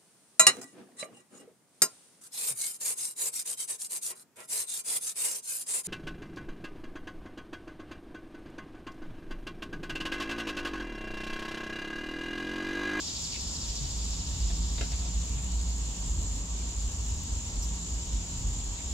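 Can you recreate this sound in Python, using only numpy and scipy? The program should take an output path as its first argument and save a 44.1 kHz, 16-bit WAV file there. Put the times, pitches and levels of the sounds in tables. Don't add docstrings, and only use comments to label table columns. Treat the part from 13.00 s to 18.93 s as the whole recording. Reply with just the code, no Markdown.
import sys
import numpy as np
from scipy import signal
from scipy.io import wavfile
from scipy.ndimage import uniform_filter1d, map_coordinates

SR = 44100
rng = np.random.default_rng(int(sys.argv[2]) if len(sys.argv) > 2 else 0)


def digitize_waveform(pressure):
    field = np.atleast_2d(pressure).T
    bounded = np.clip(field, -1, 1)
    quanta = np.round(bounded * 32767).astype(np.int16)
    wavfile.write(sys.argv[1], SR, quanta)


N = 261505


def gain_of(db):
    return 10 ** (np.asarray(db) / 20)


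def evened(x):
    return x / np.sqrt(np.mean(x ** 2) + 1e-20)


def read(points, hz):
    f, value = np.transpose(points)
    return np.interp(np.log(hz + 1), np.log(f + 1), value)


def curve(rows, axis=1):
    rows = np.array(rows)
    return np.interp(np.arange(N) / SR, rows[:, 0], rows[:, axis])


def drift(per_s):
    size = max(int(SR / per_s), 1)
    smoothed_once = uniform_filter1d(rng.standard_normal(N), size)
    return evened(uniform_filter1d(smoothed_once, size))


def resonate(x, hz, width):
    return signal.lfilter(*signal.iirpeak(hz, hz / width, SR), x)


def wavering(turns, db, waver_db, per_s):
    level = gain_of(db + waver_db * drift(per_s))
    return np.sqrt(2) * level * np.sin(2 * np.pi * (turns + rng.random()))


def ports(x, lag, pan_db):
    return np.array([np.roll(x, round(lag)) * gain_of(pan_db / 2), x * gain_of(-pan_db / 2)])


# (frequency [Hz], left-right likeness [0-1])
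PORT_LIKENESS = [(60, .995), (340, .92), (860, .78), (1120, .7), (1400, .53), (1650, .42), (2000, .48),
                 (2400, .42), (2900, .12), (4000, .1), (5000, .38), (6300, .12), (6800, .38), (7500, .3),
                 (9000, .08)]
# (frequency [Hz], lead of the left [rad])
LEFT_LEAD = [(60, .18), (340, .22), (600, .5), (1120, 1.0), (1640, 1.9), (2150, 3.0), (2670, 3.6),
             (5000, 4.2), (6800, 6.9), (7500, 4.7)]


def wash(spectrum, patchy_db, size=1024):
    frames, hz = 4 * N // size + 5, np.fft.rfftfreq(size, 1 / SR)
    a, b, c, d, patches = rng.standard_normal((frames, len(hz), 5)).T
    patches = uniform_filter1d(patches, size=12, axis=0)
    patches = evened(uniform_filter1d(patches, size=14336 // size, axis=1))
    same = np.clip(read(PORT_LIKENESS, hz), -1, 1)[:, None]
    right = a + 1j * b
    shared = same * right * np.exp(1j * read(LEFT_LEAD, hz))[:, None]
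    left = shared + np.sqrt(1 - same ** 2) * (c + 1j * d)
    z = np.array([left, right]) * gain_of(spectrum(hz)[:, None] + patchy_db * patches)
    return evened(signal.istft(z, nperseg=size, noverlap=3 * size // 4)[1][:, :N])


# (frequency [Hz], width between 9 dB down points [Hz], relative level [dB])
CHORUS_BODIES = [(6808, 680, -1.5), (7292, 620, 0.1)]
# (time [s], level [dB])
CHORUS_LEVEL = [(0, -41.5), (2.6, -42.5), (5.93, -41.5)]
CHORUS_THROB_HZ = 53.6


def chorus():
    def band(hz):
        power = sum(gain_of(2 * db) / (1 + (2 * (hz - f) / w) ** 2) ** 3 for f, w, db in CHORUS_BODIES)
        return 10 * np.log10(power)
    throb = np.sin(2 * np.pi * (CHORUS_THROB_HZ * np.arange(N) / SR + 0.18 * drift(per_s=1.6)))
    depth = np.array([[.18], [.1]]) * (1 + 0.22 * drift(per_s=5.5))
    level_db = curve(CHORUS_LEVEL) + .5 * drift(per_s=9.7) + [[.4], [-.4]]
    return gain_of(level_db) * (1 + depth * throb) * wash(band, patchy_db=-0.45)


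# (frequency [Hz], relative density [dB per Hz])
FAR_SPECTRUM = [(880, -49), (1500, -21), (2470, -14.5), (2950, -10), (3190, -11.5), (3520, -10),
                (4760, -9.5), (6150, -7), (7120, -8.5), (7550, -5), (8740, -22.5), (10100, -30),
                (15600, -40)]
FAR_DB = -44.5


def far_chorus():
    level = gain_of(FAR_DB + 0.53 * drift(per_s=39))
    return level * wash(lambda hz: read(FAR_SPECTRUM, hz), patchy_db=1.1)


# (resonance [Hz], width [Hz], share [dB])
CICADA_BODY = [(2500, 400, -17), (3100, 500, -13), (3530, 130, -10), (3850, 110, -9), (4040, 80, -12),
               (4430, 90, -7), (4750, 260, -3), (5200, 280, -3), (5455, 60, -7), (5680, 200, -5),
               (6240, 80, -11), (4800, 2600, -4), (6400, 900, -7)]
# (time [s], level [dB], brightness about 4900 Hz [dB per octave])
CICADA_EFFORT = [(0, -50, -1), (.8, -53.5, 2), (1.6, -57.5, -6), (1.9, -58.5, -3), (2.4, -74.5, -27.5),
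                 (2.7, -83, -15)]
# (time [s], rate [throbs per s], mean swell [dB])
CICADA_THROBS = [(0, 10.7, 5.8), (.65, 14.4, 4.4), (.85, 13.88, 4.1), (2.3, 13.88, 6.8)]
FIRST_THROB_S, THROB_S, UNEVEN_DB = 0.0796, 0.01, 1


def cicada():
    t = np.arange(N) / SR
    rate = curve(CICADA_THROBS)
    turns = np.cumsum(rate) / SR - FIRST_THROB_S * CICADA_THROBS[0][1]
    away_s = (turns - np.round(turns)) / rate
    peak_db = curve(CICADA_THROBS, axis=2) + UNEVEN_DB * drift(per_s=39)
    swell_db = peak_db * np.exp(-(away_s / THROB_S) ** 2)

    clicks = (rng.random((3, N)) < 5000 / SR) * rng.standard_normal((3, N))
    clicks = 0.84 * ports(clicks[2], lag=2, pan_db=0.5) + clicks[:2]
    click_band = signal.butter(2, [2600, 8000], "band", fs=SR, output="sos")
    clicks = evened(signal.sosfilt(click_band, clicks))

    song = np.zeros((2, N))
    for k, (hz, width, db) in enumerate(CICADA_BODY):
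        octaves = np.log2(hz / 4900)
        falling_db = np.interp(t + 0.038 * octaves, t, swell_db)
        level_db = db + curve(CICADA_EFFORT) + curve(CICADA_EFFORT, axis=2) * octaves + falling_db
        own = np.roll(clicks, k * SR // 10, axis=1)
        song += gain_of(level_db) * resonate(own, hz, width) * np.sqrt(SR / np.pi / width)
    return song


# (time [s], direct peak [dB], brightness about 1 kHz [dB per octave], rattle fall to 1/e [s])
WOOD_KNOCKS = [(1.502, -39.5, -0.5, 0.009), (1.78, -32.5, 6.5, 0.0072), (1.8102, -23, 2.5, 0.0025),
               (1.92, -35.5, 2, 0.003), (1.933, -39.5, 1, 0.0065), (2.017, -40, 0, 0.0055),
               (2.056, -41, -1.5, 0.0023), (2.371, -45, -1, 0.0064)]
# (frequency [Hz], relative level [dB], fall by 60 dB [s])
WOOD_MODES = [(445, -14, .045), (708, -4, .06), (950, -7, .02), (1340, -6, .007), (1700, -5, .008),
              (2200, -5, .006), (2650, -1, .007), (3200, -1, .006), (3730, 1.5, .01), (4500, -4, .006)]
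# (time [s], level before onset and decay [dB], pitch [Hz], fall by 60 dB [s])
DULL_THUMPS = [(0.799, -34.5, 135, 0.24), (2.355, -33.5, 131.3, 0.15)]


def knocks():
    out, t = np.zeros(N), np.arange(8000) / SR
    chance = rng.standard_normal((len(WOOD_KNOCKS), 900))
    for (s, db, bright_db, length), grit in zip(WOOD_KNOCKS, chance):
        contact = (0.71 * (t[:900] == 0) + 0.83 * grit) * np.exp(-t[:900] / max(length, 1e-4))
        ring = np.zeros(8000)
        for hz, mode_db, t60 in WOOD_MODES:
            ring_db = mode_db + bright_db * np.log2(hz / 1000) - 60 * t / t60
            ring += gain_of(ring_db) * np.sin(2 * np.pi * hz * t)
        blow = np.convolve(contact, ring)[:8000]
        blow = signal.lfilter(*signal.butter(1, 6000, fs=SR), blow)
        out[round(s * SR):][:8000] += gain_of(db) * blow / abs(blow).max()
    for s, db, hz, t60 in DULL_THUMPS:
        envelope = gain_of(db - 60 * t / t60) * (1 - np.exp(-t / 0.0092))
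        out[round(s * SR):][:8000] += envelope * np.sin(2 * np.pi * hz * t)
    return out


# (time [s], length [s], level [dB], start [Hz], end [Hz], pitch wobble [share, 0-1])
BIRD_CHIPS = [(.318, 0.056, -52, 2850, 2420, 0.11), (2.03, 0.049, -63, 3500, 3560, 0.08),
              (3.577, 0.053, -65, 2500, 2294, 0.04), (4.617, 0.031, -50, 5550, 6200, 0.07),
              (5.778, 0.043, -64, 2400, 2045, 0.1)]
OVERTONE_DB = -10


def bird():
    out = np.zeros(N)
    for s, length, db, start_hz, end_hz, wobble in BIRD_CHIPS:
        n = int(length * SR)
        shake = 1 + wobble * evened(uniform_filter1d(rng.standard_normal(4000), size=40))[:n]
        phase = 2 * np.pi * np.cumsum(np.geomspace(start_hz, end_hz, n) * shake) / SR
        voice = np.sin(phase) + gain_of(OVERTONE_DB) * np.sin(2 * phase)
        out[round(s * SR):][:n] += np.sqrt(2) * gain_of(db) * voice * signal.windows.tukey(n, .4)
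    return out


def leaves(x, t60):
    taps = rng.standard_normal((2, 6000)) * gain_of(-60 * np.arange(6000) / SR / t60)
    return signal.oaconvolve(x[None], taps / np.linalg.norm(taps[0]), axes=1)[:, :N]


# (frequency [Hz], relative density [dB per Hz])
TRAFFIC_SPECTRUM = [(14, -52), (24, -6), (40, -1.5), (62, 3.5), (76, 3.5), (88, -2), (98, -3), (115, -5.5),
                    (145, -11), (170, -14.5), (215, -19), (260, -22.5), (330, -29.5), (500, -52.5)]
# (time [s], level [dB])
TRAFFIC_LEVEL = [(0, -46.5), (.6, -42), (.8, -40.5), (1.7, -36.5), (2.7, -40.5), (4.2, -39), (5.93, -39)]


def traffic():
    level = gain_of(curve(TRAFFIC_LEVEL) + 2.0 * drift(per_s=4.4))
    return level * wash(lambda hz: read(TRAFFIC_SPECTRUM, hz), patchy_db=0.3, size=4096)


# (time [s], level [dB], center [Hz])
NARROW_RUMBLE = [(0.0, -52, 59.34), (0.78, -38, 53.78), (1.22, -33, 52.36), (1.3, -32.5, 57.84),
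                 (1.47, -32, 49.24), (1.98, -34, 57.4), (2.64, -33, 58.2), (3.01, -36, 50.3),
                 (3.37, -36, 51.0), (3.57, -38, 58.06), (3.88, -26.5, 55.0), (3.91, -44.5, 53.6),
                 (4.13, -28, 59.26), (4.18, -39, 59.4), (4.36, -35.5, 53.9), (4.49, -52, 56.2),
                 (4.59, -30, 51.06), (4.82, -40, 56.94), (5.15, -31.5, 54.1), (5.27, -43.5, 45.2),
                 (5.51, -32, 52.8), (5.71, -39.5, 48.5), (5.86, -44.5, 62.1), (5.93, -37, 62.7)]
FADING = 0.4


def narrow_rumble():
    hz = curve(NARROW_RUMBLE, axis=2) * (1 + 0.047 * drift(per_s=41.0))
    rumble = wavering(np.cumsum(hz) / SR, curve(NARROW_RUMBLE), 1.24, per_s=63)
    return ports(rumble * (1 + FADING * drift(per_s=25.3)), lag=-18, pan_db=-1.3)


# (time [s], level [dB])
ENGINE_LEVEL = [(0, -54.5), (.6, -55.5), (1.5, -48), (3.1, -49), (4.4, -56.5), (5, -49.5), (5.93, -54)]
ENGINE_HZ, ENGINE_WIDTH_HZ = 171.9, 23.6


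def engine():
    once = resonate(rng.standard_normal(N), ENGINE_HZ, ENGINE_WIDTH_HZ)
    fuzz = resonate(once, ENGINE_HZ, ENGINE_WIDTH_HZ)
    return ports(gain_of(curve(ENGINE_LEVEL)) * evened(fuzz), lag=3, pan_db=0.3)


# (frequency [Hz], relative density [dB per Hz])
AIR_SPECTRUM = [(120, -28.5), (200, -0.5), (265, -3), (373, -13.5), (401, -9), (479, -14), (689, -15),
                (773, -16.5), (840, -16), (885, -18), (961, -14), (1550, -23.5), (2400, -25), (3120, -75),
                (5280, -120)]
AIR_DB = -49.5


def air():
    level = gain_of(AIR_DB + 0.2 * drift(per_s=1.8))
    return level * wash(lambda hz: read(AIR_SPECTRUM, hz), patchy_db=0.7)


# (time [s], frequency [Hz])
HUM_PITCH = [(0, 117), (5.93, 118)]
# (order, level [dB])
HUM_MULTIPLES = [(3, -69), (6, -72), (7, -67.5), (8, -65)]
# (frequency [Hz], level [dB])
THIN_TONES = [(1147, -72), (1351, -74.5)]


def hum():
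    t = np.arange(N) / SR
    turns = np.cumsum(curve(HUM_PITCH) * (1 + 0.002228 * drift(per_s=7.0))) / SR
    lines = [(k * turns, db) for k, db in HUM_MULTIPLES] + [(hz * t, db) for hz, db in THIN_TONES]
    tones = sum(wavering(cycles, db, 1.5, per_s=10) for cycles, db in lines)
    return ports(tones, lag=-4.0, pan_db=2.8)


def scene():
    wood, chips = knocks(), bird()
    wood_heard = ports(wood, lag=-1, pan_db=0.0) + 1.4 * leaves(wood, t60=0.17)
    bird_heard = 1.2 * ports(chips, lag=1.7, pan_db=-4.0) + 1.65 * leaves(chips, t60=0.079)
    cicadas = chorus() + far_chorus() + cicada()
    background = traffic() + narrow_rumble() + engine() + air() + hum()
    return cicadas + wood_heard + bird_heard + background


# (time [s], level [dB])
TICK = (4.2358, -31)
SLIPS_PER_S, SLOWING_PER_S = 522, .1037
EDGE_HZ = 15740


def record(dry):
    slips_per_s = SLIPS_PER_S * np.exp(-SLOWING_PER_S * np.arange(N) / SR)
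    ahead = np.cumsum(slips_per_s) / SR % 1
    places = np.arange(N) + 0.88 * ahead
    slipped = np.array([map_coordinates(x, [places], order=5, mode="mirror") for x in dry])
    tick_s, tick_db = TICK
    slipped[:, round(tick_s * SR):][:, :3] += gain_of(tick_db) * np.array([1, -1, 0])
    band_limit = signal.firwin(1023, EDGE_HZ, window=("kaiser", 9), fs=SR)
    return signal.oaconvolve(slipped, band_limit[None], "same")


dry = scene()
out = record(dry)
digitize_waveform(out)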